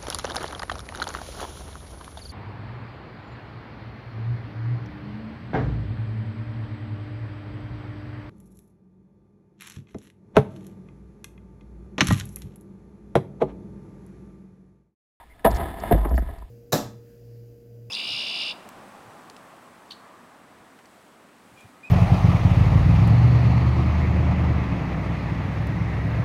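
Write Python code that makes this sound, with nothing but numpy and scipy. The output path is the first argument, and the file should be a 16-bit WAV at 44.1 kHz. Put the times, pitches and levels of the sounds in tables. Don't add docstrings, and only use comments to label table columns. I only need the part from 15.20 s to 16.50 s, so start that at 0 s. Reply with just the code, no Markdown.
import sys
import numpy as np
from scipy import signal
from scipy.fft import rfft, irfft
from scipy.io import wavfile
from scipy.ndimage import uniform_filter1d

SR = 44100
rng = np.random.default_rng(int(sys.argv[2]) if len(sys.argv) > 2 else 0)


def pcm_store(signal):
    levels = np.round(np.clip(np.atleast_2d(signal), -1, 1) * 32767)
    wavfile.write(sys.argv[1], SR, levels.astype(np.int16).T)


N = 57330
T = np.arange(N) / SR

# start_s, rise_s, crunch_decay_s, then peak short-term levels
# thud_db, low_knock_db, high_knock_db, crack_db, and the force's low-pass corner dull_above_hz
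RIDGE_KNOCKS = [(0.1900, 0.0047, 0.0065, -64, -69, -57, -53, 5000),
                (0.2435, 0.0076, 0.0086, -20, -20, -12, -21.5, 6450),
                (0.257, .005, 0.012, -23, -21, -15.5, -31.5, 4500),
                (0.6345, .001, 0.0063, -38, -62, -25.5, -39, 2800),
                (0.7105, 0.0016, 0.0057, -20.5, -14, -22, -39, 2550),
                (0.7220, .002, 0.0054, -16, -19.5, -23.5, -30, 5200),
                (0.7400, .002, 0.0074, -18.5, -21.5, -31, -42, 4000),
                (0.7776, .001, 0.0043, -41, -36, -32.5, -65, 2500),
                (0.8440, 0.0085, 0.0057, -29.5, -25.5, -26.5, -37, 2350),
                (0.9065, 0.0013, 0.012, -30, -31.5, -32.5, -47, 2030),
                (0.9380, 0.0036, 0.0075, -27.5, -33, -44, -45, 4500),
                (0.9745, 0.004026, 0.0032, -31.5, -30.5, -27, -31, 1740),
                (1.0185, 0.0015, 0.0053, -34, -37.5, -46, -49, 2000),
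                (1.0850, 0.0021, 0.0061, -47, -42, -42, -48.5, 2200),
                (1.2215, 0.0004, 0.0036, -51.5, -54, -46.5, -69, 2200)]
REGISTER_EDGES_HZ = [85, 260, 570, 1420, 5900]
CRUNCH_GRAINS_PER_S = 3000
CONTACT_DB = 5.5
AFTER_RING_DB, AFTER_RING_S = -14.5, 0.016

# start_s, length_s, pitch_hz, start_level_db, pitch_unevenness (share of pitch)
HOLLOW_TONES = [(0.0, 0.042, 893, -45.5, 0.11), (0.10, 0.035, 2080, -53.5, 0.041),
                (0.2473, 0.0142, 480, -11.5, 0.033), (0.2611, 0.023, 661, -11, 0.048),
                (0.7106, 0.0154, 703.5, -10.5, 0.029), (0.848, 0.027, 677, -30.5, 0.096),
                (0.9781, 0.0064, 697, -19.5, 0.046), (1.086, .012, 918, -41, 0.094)]
TONE_EDGE_S, WOBBLE_BANDWIDTH_HZ, TONE_FADE_DB = 0.0012, 130, 3

# time_s, shell_level_db, gritty_upper_level_db
GRIND_LEVELS = [(0.0, -62.5, -53), (0.072, -64.5, -64.5), (0.237, -54.5, -63), (0.255, -27, -55),
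                (0.308, -26, -42.5), (0.348, -34.5, -41), (0.408, -27, -39), (0.479, -35.5, -43),
                (0.548, -39, -48.5), (0.622, -37, -45), (0.68, -34, -40.5), (0.80, -35, -47),
                (0.891, -35.5, -51), (0.96, -49, -57.5), (1.05, -47.5, -53), (1.13, -45, -55),
                (1.212, -53, -59.5), (1.3, -64, -74)]
GRAINS_PER_S, GRAIN_SPREAD_DB = 1800, 1.5
JUDDER_DB, JUDDER_BANDWIDTH_HZ = 0.5, 51

# centre_hz, lift_db, width_hz
SHELL_MODES = [(104.7, 7.5, 19), (192, 5, 48), (340.4, 4, 19), (421.5, 6, 17), (622, -7, 11),
               (671.6, 11.5, 45), (764, 4.5, 41), (993.5, 11, 71), (1010, 12, 21), (1263.4, 11.5, 42),
               (1697, 4.5, 71), (2003, 1, 78), (2120, 5, 24), (2938, 5, 63), (3530, 8.5, 94)]
# frequency_hz, relative_gain_db
SHELL_COLOUR = [(60, -18.5), (110, -1), (250, 0), (370, -1), (500, -6.5), (800, -3.5), (1100, -13.5),
                (1450, -19.5), (1800, -13), (2500, -26.5), (3400, -26), (4100, -32), (5000, -35),
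                (6000, -44)]

# start_s, peak_db, pitch_hz, rise_s, t60_s
FLOOR_BOOMS = [(0.257, -15.5, 51.2, 0.014, 0.49), (0.330, -14.5, 54, 0.028, 0.041),
               (0.404, -22, 70.6, 0.031, 0.15), (0.728, -11.5, 50.7, 0.0067, 0.71),
               (0.726, -16.5, 110.3, 0.0055, 0.092), (0.905, -10, 60.26, 0.031, 0.36)]
# time_s, level_db
RUMBLE_LEVELS = [(0.0, -55), (0.23, -60), (0.27, -24), (0.47, -37.5), (0.55, -39), (0.70, -35.5),
                 (1.0, -26.5), (1.16, -39.5), (1.25, -38), (1.3, -56)]
# frequency_hz, relative_density_db (per Hz)
RUMBLE_COLOUR = [(20, -22), (40, -7.5), (55, -0.5), (75, -7), (100, -19), (140, -30.5), (500, -94)]

# start_s, peak_level_db, length_s
TICKS = [(0.307, -37, 0.0018), (0.3125, -28.5, 0.0024), (0.346, -44, 0.004), (0.347, -38.5, .003),
         (0.353, -40, 0.0057), (0.362, -37, 0.0087), (0.371, -50, 0.0026), (0.6, -42.5, 0.0051),
         (0.781, -46, .002), (0.892, -47.5, 0.0048), (0.953, -46, 0.0036), (0.961, -43, .003),
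         (0.970, -44, .003), (0.987, -50.5, 0.012), (1.185, -55, 0.0056)]
# frequency_hz, relative_density_db (per Hz)
TICK_COLOUR = [(2500, -14), (3700, -15), (4500, 4), (5400, 0.5), (6000, -3)]

# frequency_hz, relative_density_db (per Hz)
AIR_COLOUR = [(25, 10), (55, 12.5), (100, 0.5), (300, -5), (600, -11), (900, -18), (1400, -31),
              (2100, -14.5), (2800, -19), (6000, -25), (10000, -33), (15000, -55)]
AIR_DB = -55

HOLD_RATE_HZ, CUTOFF_HZ = 12000, 15500


def from_db(db):
    return 10 ** (np.asarray(db) / 20)


def rms_one(x):
    return x / np.sqrt(np.mean(x ** 2) + 1e-20)


def band(x, low, high):
    sos = signal.butter(3, [low, high], "band", fs=SR, output="sos")
    return signal.sosfilt(sos, x + 1e-18)


def noise(spectrum):
    hz, db = np.transpose(spectrum)
    frequencies = np.fft.rfftfreq(N, 1 / SR)
    gain = from_db(np.interp(np.log(frequencies + 1), np.log(hz), db))
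    phases = np.exp(2j * np.pi * rng.random(len(gain)))
    return rms_one(irfft(gain * phases, N))


def drift(bandwidth_hz):
    return noise([(1, 0), (bandwidth_hz, 0), (bandwidth_hz * 2, -20), (bandwidth_hz * 10, -100)])


def running_rms(x, size):
    return np.sqrt(np.maximum(uniform_filter1d(x ** 2, size), 0) + 1e-16)


def grit(per_s):
    level_db = GRAIN_SPREAD_DB * np.minimum(rng.exponential(1, N), 4)
    sizes = from_db(level_db) * rng.choice([-1, 1], N)
    happens = rng.random(N) < per_s / SR
    return sizes * happens


def excite(force, response):
    return signal.fftconvolve(force, response)[:N]


def hull_response():
    size = 16384
    f = np.fft.rfftfreq(size, 1 / SR) + 1e-3
    hz, db = np.transpose(SHELL_COLOUR)
    colour = from_db(np.interp(np.log(f), np.log(hz), db))
    peaks = np.zeros(len(f))
    for centre, lift, width in SHELL_MODES:
        peaks += (from_db(lift) ** 2 - 1) / (1 + (2 * (f - centre) / width) ** 2)
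    gain = colour * np.sqrt(np.maximum(1 + peaks, .1))
    cepstrum = irfft(np.log(gain))[:size // 2]
    cepstrum[0] = 0
    return irfft(np.exp(rfft(2 * cepstrum, size)))[:size // 2]


def knocks(hull):
    registers = [band(hull, lo, hi) for lo, hi in zip(REGISTER_EDGES_HZ, REGISTER_EDGES_HZ[1:])]
    out = np.zeros(N)
    for start, rise, crunch_decay, *levels_db, dull_hz in RIDGE_KNOCKS:
        age = np.maximum(T - start - rise, 0)
        onset = np.clip((T - start) / rise, 0, 1)
        decay = np.exp(-age / crunch_decay) + from_db(AFTER_RING_DB) * np.exp(-age / AFTER_RING_S)
        force = onset * decay * grit(CRUNCH_GRAINS_PER_S)
        force[int((start + rise) * SR)] += from_db(CONTACT_DB)
        dulling = signal.butter(3, min(dull_hz, .4 * SR), fs=SR, output="sos")
        force = signal.sosfilt(dulling, force + 1e-18)
        for response, db in zip(registers, levels_db):
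            ring = excite(force, response)
            out += from_db(db) * ring / running_rms(ring, size=441).max()
    return out


def hollow_tones():
    out = np.zeros(N)
    for start, length, hz, db, unevenness in HOLLOW_TONES:
        age = np.clip(T - start, 0, length)
        edges = np.clip(np.minimum(age, length - age) / TONE_EDGE_S, 0, 1)
        swell = edges * from_db(db - TONE_FADE_DB * age / length)
        pitch = hz * (1 + unevenness * drift(WOBBLE_BANDWIDTH_HZ))
        cycles = np.cumsum(pitch * (T > start)) / SR
        out += swell * np.sin(2 * np.pi * cycles)
    return out


def at_level(x, level_db):
    return from_db(level_db) * x / running_rms(x, size=2000)


def grinding(hull):
    time, shell_db, gritty_db = np.transpose(GRIND_LEVELS)
    judder = from_db(JUDDER_DB * drift(JUDDER_BANDWIDTH_HZ))
    ring = excite(grit(GRAINS_PER_S) * judder, hull)
    low, split, high = REGISTER_EDGES_HZ[0], REGISTER_EDGES_HZ[-2], REGISTER_EDGES_HZ[-1]
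    shell = at_level(band(ring, low, split), np.interp(T, time, shell_db))
    gritty = at_level(band(ring, split, high), np.interp(T, time, gritty_db))
    return shell + gritty


def booms():
    out = np.zeros(N)
    for start, db, hz, rise, t60 in FLOOR_BOOMS:
        age = np.maximum(T - start, 0)
        onset = np.minimum(age / rise, 1)
        decay = from_db(db - 60 * np.maximum(age - rise, 0) / t60)
        out += onset * decay * np.sin(2 * np.pi * hz * age)
    return out


def rumble():
    return at_level(noise(RUMBLE_COLOUR), np.interp(T, *np.transpose(RUMBLE_LEVELS)))


def ticks():
    envelope = np.zeros(N)
    for start, db, length in TICKS:
        envelope += from_db(db) * np.exp(-(2 * (T - start) / length - 1) ** 2 / 2)
    return noise(TICK_COLOUR) * envelope


def air():
    return from_db(AIR_DB) * noise(AIR_COLOUR)


def scene():
    hull = hull_response()
    hull_sounds = knocks(hull) + hollow_tones() + grinding(hull) + booms() + rumble() + ticks()
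    return (hull_sounds + air())[None]


def sample_and_hold(x):
    coarse = signal.resample_poly(x, HOLD_RATE_HZ, SR, axis=-1)
    held = np.repeat(coarse, 4, axis=-1)
    return signal.resample_poly(held, SR, 4 * HOLD_RATE_HZ, axis=-1)[..., :N]


def record(dry):
    rounded = 1.3 * np.tanh(dry / 1.3)
    before_hold = signal.ellip(8, .3, 60, 5950, fs=SR, output="sos")
    held = sample_and_hold(signal.sosfilt(before_hold, rounded))
    top_cut = signal.ellip(10, .2, 80, CUTOFF_HZ, fs=SR, output="sos")
    return signal.sosfilt(top_cut, held)


dry = scene()
out = record(dry)
pcm_store(out)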